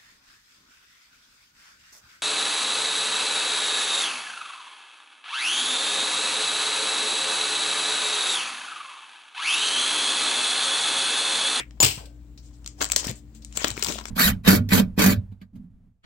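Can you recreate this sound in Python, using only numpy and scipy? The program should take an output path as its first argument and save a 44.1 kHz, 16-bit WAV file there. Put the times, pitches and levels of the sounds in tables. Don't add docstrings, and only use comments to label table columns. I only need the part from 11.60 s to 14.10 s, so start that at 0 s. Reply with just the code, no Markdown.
import sys
import numpy as np
from scipy import signal
from scipy.fft import rfft, irfft
from scipy.io import wavfile
from scipy.ndimage import uniform_filter1d

SR = 44100
rng = np.random.default_rng(int(sys.argv[2]) if len(sys.argv) > 2 else 0)


def voltage_ratio(decibels):
    exponent = np.asarray(decibels, float) / 20
    return 10 ** exponent


def wav_out(sig):
    wavfile.write(sys.argv[1], SR, np.round(np.clip(np.atleast_2d(sig).T, -1, 1) * 32767).astype(np.int16))


N = 110250


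def evened(x):
    return x / np.sqrt(np.mean(x ** 2) + 1e-20)


def smooth_noise(shape, samples):
    return evened(uniform_filter1d(rng.standard_normal(shape), samples))


def read(points, hz):
    f, value = np.transpose(points)
    return np.interp(np.log(hz + 1), np.log(f + 1), value)


def colour(x, gain):
    return irfft(rfft(x) * gain(np.fft.rfftfreq(x.shape[-1], 1 / SR)), x.shape[-1])


def add(mix, s, sound):
    part = mix[..., round(s * SR):][..., :sound.shape[-1]]
    part += sound[..., :part.shape[-1]]


def mode(x, hz, width):
    return signal.lfilter(*signal.iirpeak(min(hz, .49 * SR), hz / width, SR), x)


def double_mode(x, hz, width):
    return mode(mode(x, hz, width), hz, width)


# (frequency [Hz], width [Hz], level [dB])
HUM = [(57.4, 39, -44), (121.4, 81, -57), (294, 13, -60)]
# (frequency [Hz], level [dB])
FLOOR = [(20, -31), (40, -18.5), (90, -14), (250, -12.5), (400, -25), (1000, -35.5), (6000, -49),
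         (16000, -40)]
FLOOR_DB, HUM_WAVER = -60, .33
LATE_START_S, LATE_HZ, LATE_DB, LATE_SWELL_DB_PER_S = 1.32, 219, -59.5, 6.5


def background():
    noise, t = rng.standard_normal((2, N)), np.arange(N) / SR
    hum = np.zeros((2, N))
    for hz, width, db in HUM:
        waver = evened(double_mode(noise, hz, width))
        hum += voltage_ratio(db) * (np.sin(2 * np.pi * hz * t) + HUM_WAVER * waver)
    since = t - LATE_START_S
    level = voltage_ratio(LATE_DB + LATE_SWELL_DB_PER_S * since) * np.clip(since / 0.04, 0, 1)
    waver = evened(mode(mode(noise, LATE_HZ, 20), LATE_HZ, 5.4))
    hum += level * (np.sin(2 * np.pi * LATE_HZ * t) + 0.47 * waver)
    hiss = colour(rng.standard_normal((2, N)), lambda f: voltage_ratio(read(FLOOR, f)))
    return hum + voltage_ratio(FLOOR_DB) * evened(hiss)


RING_DB, RING_Q = -9.5, 3.5


def burst(noise, db, tilt_db, ms, hz=None):
    seconds = np.arange(noise.shape[-1]) / SR
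    t = seconds * 1000 / ms
    tilt_db = np.clip(tilt_db, -6, 6)
    x = evened(colour(noise, lambda f: voltage_ratio(tilt_db * np.log2((f + 300) / 3000)) * f ** 2 / (f ** 2 + 250 ** 2)))
    if hz:
        ring = evened(mode(noise, hz, hz / RING_Q)) + 0.9 * np.sin(2 * np.pi * hz * seconds)
        x = x + voltage_ratio(RING_DB) * ring
    x = x * t * np.exp(-t)
    return voltage_ratio(db - 3.0) * x / abs(x).max()


# (time [s], peak level [dB], tilt [dB/octave], length [ms])
BLOWS = [
    (.0001,-24.5,-8,3.6),
    (0.2021,-1.5,1.9,0.89),
    (0.2273,0.5,5,2.3),
    (0.2395,-20,5.5,4.3),
    (0.2466,2,3.5,1),
    (0.264,-7.5,1.6,2.9),
    (0.3763,-36,-7.5,2.2),
]


def blows():
    out = np.zeros((2, N))
    for s, db, tilt_db, ms in BLOWS:
        add(out, s, burst(rng.standard_normal((2, 2048)), db, tilt_db, ms))
    return out


# (frequency [Hz], width [Hz], level [dB])
SPINE = [(380,420,-9),(1570,260,-15.5),(2900,1300,-9),(4740,1800,-6.5),(8260,1500,-6.5),(13600,5700,-1)]
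# (time [s], level [dB], t60 [s], ring frequency [Hz], ring level [dB])
RATTLES = [(.0001,-46.5,0.12,2040,12.5),(.2025,-25.5,0.3,840,-4.5),(0.2258,-17,0.31,2900,-15),(.23,-36,.15,1120,6),(.376,-55,0.17,899.3,9.5),(.4,-66.5,0.43,530,17.5),(0.455,-53.5,0.099,4000,-14),(.776,-60,0.124,4770,5),(1.555,-62.5,0.16,8260,8),(1.748,-58.5,0.13,7100,-3),(1.82,-59,0.11,4750,0.5)]
RATTLE_RING_Q, TREBLE_DAMPING, BASS_DAMPING = 1.7, 0.083, 0.34


def rattles():
    out, t = np.zeros((2, N)), np.arange(SR // 2) / SR
    for s, db, t60, ring_hz, ring_db in RATTLES:
        noise = rng.standard_normal((2, len(t))) * voltage_ratio(1.1 * smooth_noise(len(t), 150))
        bands = np.zeros_like(noise)
        for hz, width, band_db in SPINE:
            damping = TREBLE_DAMPING * max(np.log2(hz / 6000), 0) + BASS_DAMPING * (hz < 2000)
            bands += voltage_ratio(band_db - 60 * t / t60 * damping) * mode(noise, hz, width) / np.sqrt(width)
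        ring = evened(double_mode(noise, ring_hz, ring_hz / RATTLE_RING_Q))
        decay = voltage_ratio(db - 60 * t / t60) * np.minimum(t / 0.0011, 1)
        add(out, s, decay * (evened(bands) + voltage_ratio(ring_db) * ring))
    return out


# (time [s], peak level [dB], ring frequency [Hz], tilt [dB/octave])
TOUCHES = [
    (0.109,-37.5,2783,-3),
    (.7765,-41.5,4710,-1),
    (1.045,-37.5,7030,0.5),
    (1.062,-21,6780,1.5),
    (1.076,-19.5,5460,3),
    (1.848,-25.5,8750,14),
    (1.926,-34.5,7240,0.5),
]
FIRST = [(1.213,-20,1193,-8),(1.2150,-8.5,1360,-3),(1.2218,-9,7500,0),(1.2253,-11.5,4673,-1.5),(1.2359,-13.5,7550,12),(1.2436,-8,6560,-0.7),(1.2534,-17,7670,0),(1.2636,-21,7650,-2),(1.289,-25,7500,4),(1.3002,-17,2500,-0.5),(1.3126,-23,7710,1.5),(1.319,-5,7750,0.3),(1.322,-9,5900,3.5),(1.334,-19.5,3000,-3),(1.362,-1,5740,0.75),(1.3630,-1,6600,4.5),(1.3657,-9,7510,-3),(1.3696,-13,5550,-0.5),(1.3784,-17,6530,3.5),(1.398,-18.5,6050,-1.5),(1.4424,-23,5950,-2),(1.445,-19,530,-2),(1.448,-26,5860,4.5),(1.4655,-31,6900,6),(1.47,-12.5,5400,5),(1.473,-27.5,6860,1),(1.4962,-23.5,7610,1),(1.5062,-26,6950,-15.5),(1.5125,-17.5,12000,2)]
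SECOND = [(1.9718,-11,7410,3),(1.9741,-8.5,7250,-2.5),(2.018,-23,3130,-7),(2.0442,-5.5,3670,-10),(2.0457,-9.5,850,-3.5),(2.049,-20.5,1612,-6.5),(2.072,-18.5,3020,-9.5),(2.077,-17.5,2740,-1),(2.082,-11,7510,7),(2.104,-13.5,7750,-2),(2.1135,-21,7800,-5.5),(2.168,-22,1220,-3),(2.177,-18.5,2360,-9.5),(2.194,-20,1100,0.5),(2.2255,-4,4600,0.5),(2.228,-12,1800,2.5),(2.237,-10.5,7850,7),(2.2463,-7.5,4890,3.5),(2.262,-15.5,987.4,6),(2.268,-16,4065,0.5),(2.285,-14,2596,-0.65),(2.312,-19,1460,13),(2.323,-20,3460,0.5),(2.3378,-30,4140,2),(2.384,-26.5,910,-6),(2.388,-22,3400,-4.5),(2.398,-29,982,-4),(2.411,-30,900,-9),(2.4549,-19.5,1536,-3),(2.4839,-25.5,7380,-4.5)]
SNAP_MS, SNAP_CYCLES, TOUCH_TOP_HZ = 0.44, .8, 12000


def snaps():
    out = np.zeros((2, N))
    for k, (s, db, hz, tilt_db) in enumerate(TOUCHES + FIRST + SECOND):
        ms = SNAP_MS + SNAP_CYCLES * 1000 / hz
        noise = rng.standard_normal((2, 1024))
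        if k < len(TOUCHES):
            noise = colour(noise, lambda f: 1 / (1 + (f / TOUCH_TOP_HZ) ** 6))
        add(out, s - ms / 2000, burst(noise, db, tilt_db, ms, hz))
    return out


# (start [s], length [s], level [dB], band frequency [Hz])
SLIDES = [(0.169,.02,-63.5,850),(0.821,0.087,-65,6540),(0.927,0.048,-68,5780),(1.062,0.027,-66,5950),(1.205,0.017,-35,2900),(1.36,0.066,-34,6260),(1.55,.06,-59,13900),(1.745,.05,-61,14000),(1.949,.04,-44,7160),(1.96,.18,-48.5,13990),(2.023,.03,-42.5,3400),(2.066,.025,-42.5,3000),(2.11,0.016,-48,3930),(2.167,.04,-46,12000),(2.291,.09,-44,6500),(2.378,0.036,-59,2960),(2.46,.05,-49.5,6200)]
SLIDE_Q, SLIDE_SKEW = 0.75, 0.77


def slides():
    out = np.zeros((2, N))
    for s, length, db, hz in SLIDES:
        t = np.arange(0, length, 1 / SR)
        hiss = evened(double_mode(rng.standard_normal((2, len(t))), hz, hz / SLIDE_Q))
        add(out, s, voltage_ratio(db) * np.sin(np.pi * (t / length) ** SLIDE_SKEW) * hiss)
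    return out


# (time [s], peak level [dB], frequency [Hz], t60 [s])
THUDS = [(.2024, -19, 520, 0.0083), (.228, -31.5, 85.5, 0.47), (.234, -22.5, 125, 0.2),
         (.375, -61, 1555, 0.54), (.3755, -51, 2400, 0.057), (.376, -30, 120, 0.046),
         (1.21, -30, 1145, 0.072), (1.468, -22, 220, .02), (1.493, -26, 123, 0.099),
         (1.505, -34, 485, 0.032), (1.512, -35, 212, 0.1), (2.045, -23, 323, 0.038),
         (2.08, -35, 312, 0.057), (2.11, -34.5, 108, 0.15), (2.177, -25, 368, .015),
         (2.227, -31.5, 408, 0.036), (2.355, -45, 214, 0.23), (2.357, -31.5, 630, .02)]
THUD_WOBBLE = .5


def thuds():
    out, t = np.zeros((2, N)), np.arange(SR // 3) / SR
    for s, db, hz, t60 in THUDS:
        wobble = 1 + THUD_WOBBLE * np.minimum(t * hz / 8, 1) * smooth_noise((2, len(t)), 600)
        add(out, s, voltage_ratio(db - 60 * t / t60) * wobble * np.sin(2 * np.pi * hz * t))
    return out


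# (frequency [Hz], level [dB])
SQUEAL = [(7015, -17.5), (13960, -22.5)]
SQUEAL_START_S, SQUEAL_END_S, SQUEAL_FADE_DB = .2030, .2270, -4.5


def squeal():
    out, t = np.zeros((2, N)), np.arange(0, SQUEAL_END_S - SQUEAL_START_S, 1 / SR)
    shape = np.minimum(np.minimum(t, t[::-1]) / 0.0012, 1) * voltage_ratio(SQUEAL_FADE_DB * t / t[-1])
    tones = sum(voltage_ratio(db - 1.5) * np.sin(2 * np.pi * hz * t) for hz, db in SQUEAL)
    add(out, SQUEAL_START_S, shape * tones)
    return out


PATCH_DB = 4


def patchy(x):
    z = signal.stft(x, nperseg=256)[2]
    patches = uniform_filter1d(rng.standard_normal(z.shape[1:]), size=10, axis=0)
    patches = evened(uniform_filter1d(patches, size=10, axis=1))
    return signal.istft(z * voltage_ratio(PATCH_DB * patches), nperseg=256)[1][:, :N]


# (time [s], rustle level [dB])
EFFORT = [(.77, -76), (.86, -63.5), (0.951, -67), (1.07, -62), (1.129, -90), (1.188, -49.5), (1.224, -30.5),
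          (1.3, -68), (1.38, -41), (1.5, -32), (1.56, -80), (1.7, -74), (1.927, -58), (1.988, -36),
          (2.08, -37.5), (2.15, -49), (2.266, -30), (2.5, -56.5)]
# (frequency [Hz], level [dB])
FILM = [(150, 5), (1500, 5), (16000, -2.5)]
GRAINS_PER_S, GRAIN_SPREAD_DB, CLUMP_DB, SLIDE_DB = 1600, 3.2, 3, -1


def rustle():
    level = voltage_ratio(np.interp(np.arange(N) / SR, *np.transpose(EFFORT)))
    clumps = voltage_ratio(CLUMP_DB * smooth_noise(N, 700))
    struck = rng.random((2, N)) < clumps * GRAINS_PER_S / SR
    size = struck * voltage_ratio(GRAIN_SPREAD_DB * np.minimum(rng.exponential(1, (2, N)), 5))
    kind = rng.integers(0, 16, (2, N))
    crackle, t = np.zeros((2, N)), np.arange(400) / SR
    for k, hz in enumerate(np.geomspace(300, 15000, 16)):
        grain = hz * np.sin(2 * np.pi * hz * t) * np.exp(-t * hz / 2.1)
        crackle += signal.oaconvolve(size * (kind == k), grain[None], axes=1)[:, :N]
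    flicker = voltage_ratio(3.4 * smooth_noise(N, 500))
    mix = evened(crackle) + voltage_ratio(SLIDE_DB) * flicker * rng.standard_normal((2, N))
    return voltage_ratio(-4.5) * level * evened(colour(patchy(mix), lambda f: voltage_ratio(read(FILM, f))))


# (frequency [Hz], t60 [s])
ROOM = [(400, 0.29), (2000, 0.22), (8000, 0.19), (16000, 0.056)]


def room(x):
    taps = np.zeros((2, SR // 2))
    at = np.arange(100, SR // 2 - 20, 20)
    at = at + rng.integers(0, 20, (2, len(at)))
    taps[np.arange(2)[:, None], at] = rng.choice([-1., 1.], at.shape)
    hz, t, z = signal.stft(taps, SR, nperseg=256)
    tail = signal.istft(z * voltage_ratio(-60 * t / read(ROOM, hz)[:, None]), SR, nperseg=256)[1]
    return signal.fftconvolve(x[None], tail / np.linalg.norm(tail[0]), axes=1)[:, :N]


# (frequency [Hz], coherence [0-1])
SAME = [(100, 0.93), (350, 0.9), (1000, 0.3), (3000, 0.083), (12000, 0.18)]
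# (frequency [Hz], level [dB])
TILT = [(700, 0), (2800, 2), (5600, -2), (9500, 2), (14000, -2)]


def ports(x, left_db, lead_s):
    def same(f):
        return np.clip(read(SAME, f), 0, 1)

    shared = colour(x[0], lambda f: same(f) * np.exp(-2j * np.pi * f * lead_s))
    own = colour(x[1], lambda f: np.sqrt(1 - same(f) ** 2))
    right = colour(shared + own, lambda f: voltage_ratio(read(TILT, f)))
    return np.array([x[0] * voltage_ratio(left_db / 2), right / voltage_ratio(left_db / 2)])


LEFT_START_DB, LEFT_END_DB, LEFT_HUM_DB, BINDER_LEFT_DB = 5.5, 8.5, 6.5, 5.5
LEAD_S, HUM_LEAD_S = 0.0003207, .00005
ROOM_DB, BINDER_ROOM_DB = -14.5, -22


def scene():
    hum = background()
    steel = blows() + rattles() + squeal()
    film = snaps() + slides() + rustle()
    wet = room(voltage_ratio(ROOM_DB) * film.sum(0) + voltage_ratio(BINDER_ROOM_DB) * steel[0])
    hands = ports(film + wet + thuds(), np.linspace(LEFT_START_DB, LEFT_END_DB, N), LEAD_S)
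    return hands + ports(steel, BINDER_LEFT_DB, LEAD_S) + ports(hum, LEFT_HUM_DB, HUM_LEAD_S)


def low_pass(x):
    return signal.sosfilt(signal.butter(12, 16950, fs=SR, output="sos"), x)


# (frequency [Hz], level [dB])
MIC = [(1500, 1.74), (3000, 4), (6000, 5), (7600, 9), (9200, -3), (10300, -13), (11800, -9.5), (15500, -1)]


def record(dry):
    heard = np.clip(colour(dry, lambda f: voltage_ratio(read(MIC, f))), -1, 1)

    def band(f):
        bass_cut = f ** 4 / (f ** 4 + 42 ** 4)
        return bass_cut * np.clip((16100 - f) / 250, .015 * (f < 16800), 1)

    return low_pass(colour(heard, band))


dry = scene()
out = record(dry)
wav_out(out)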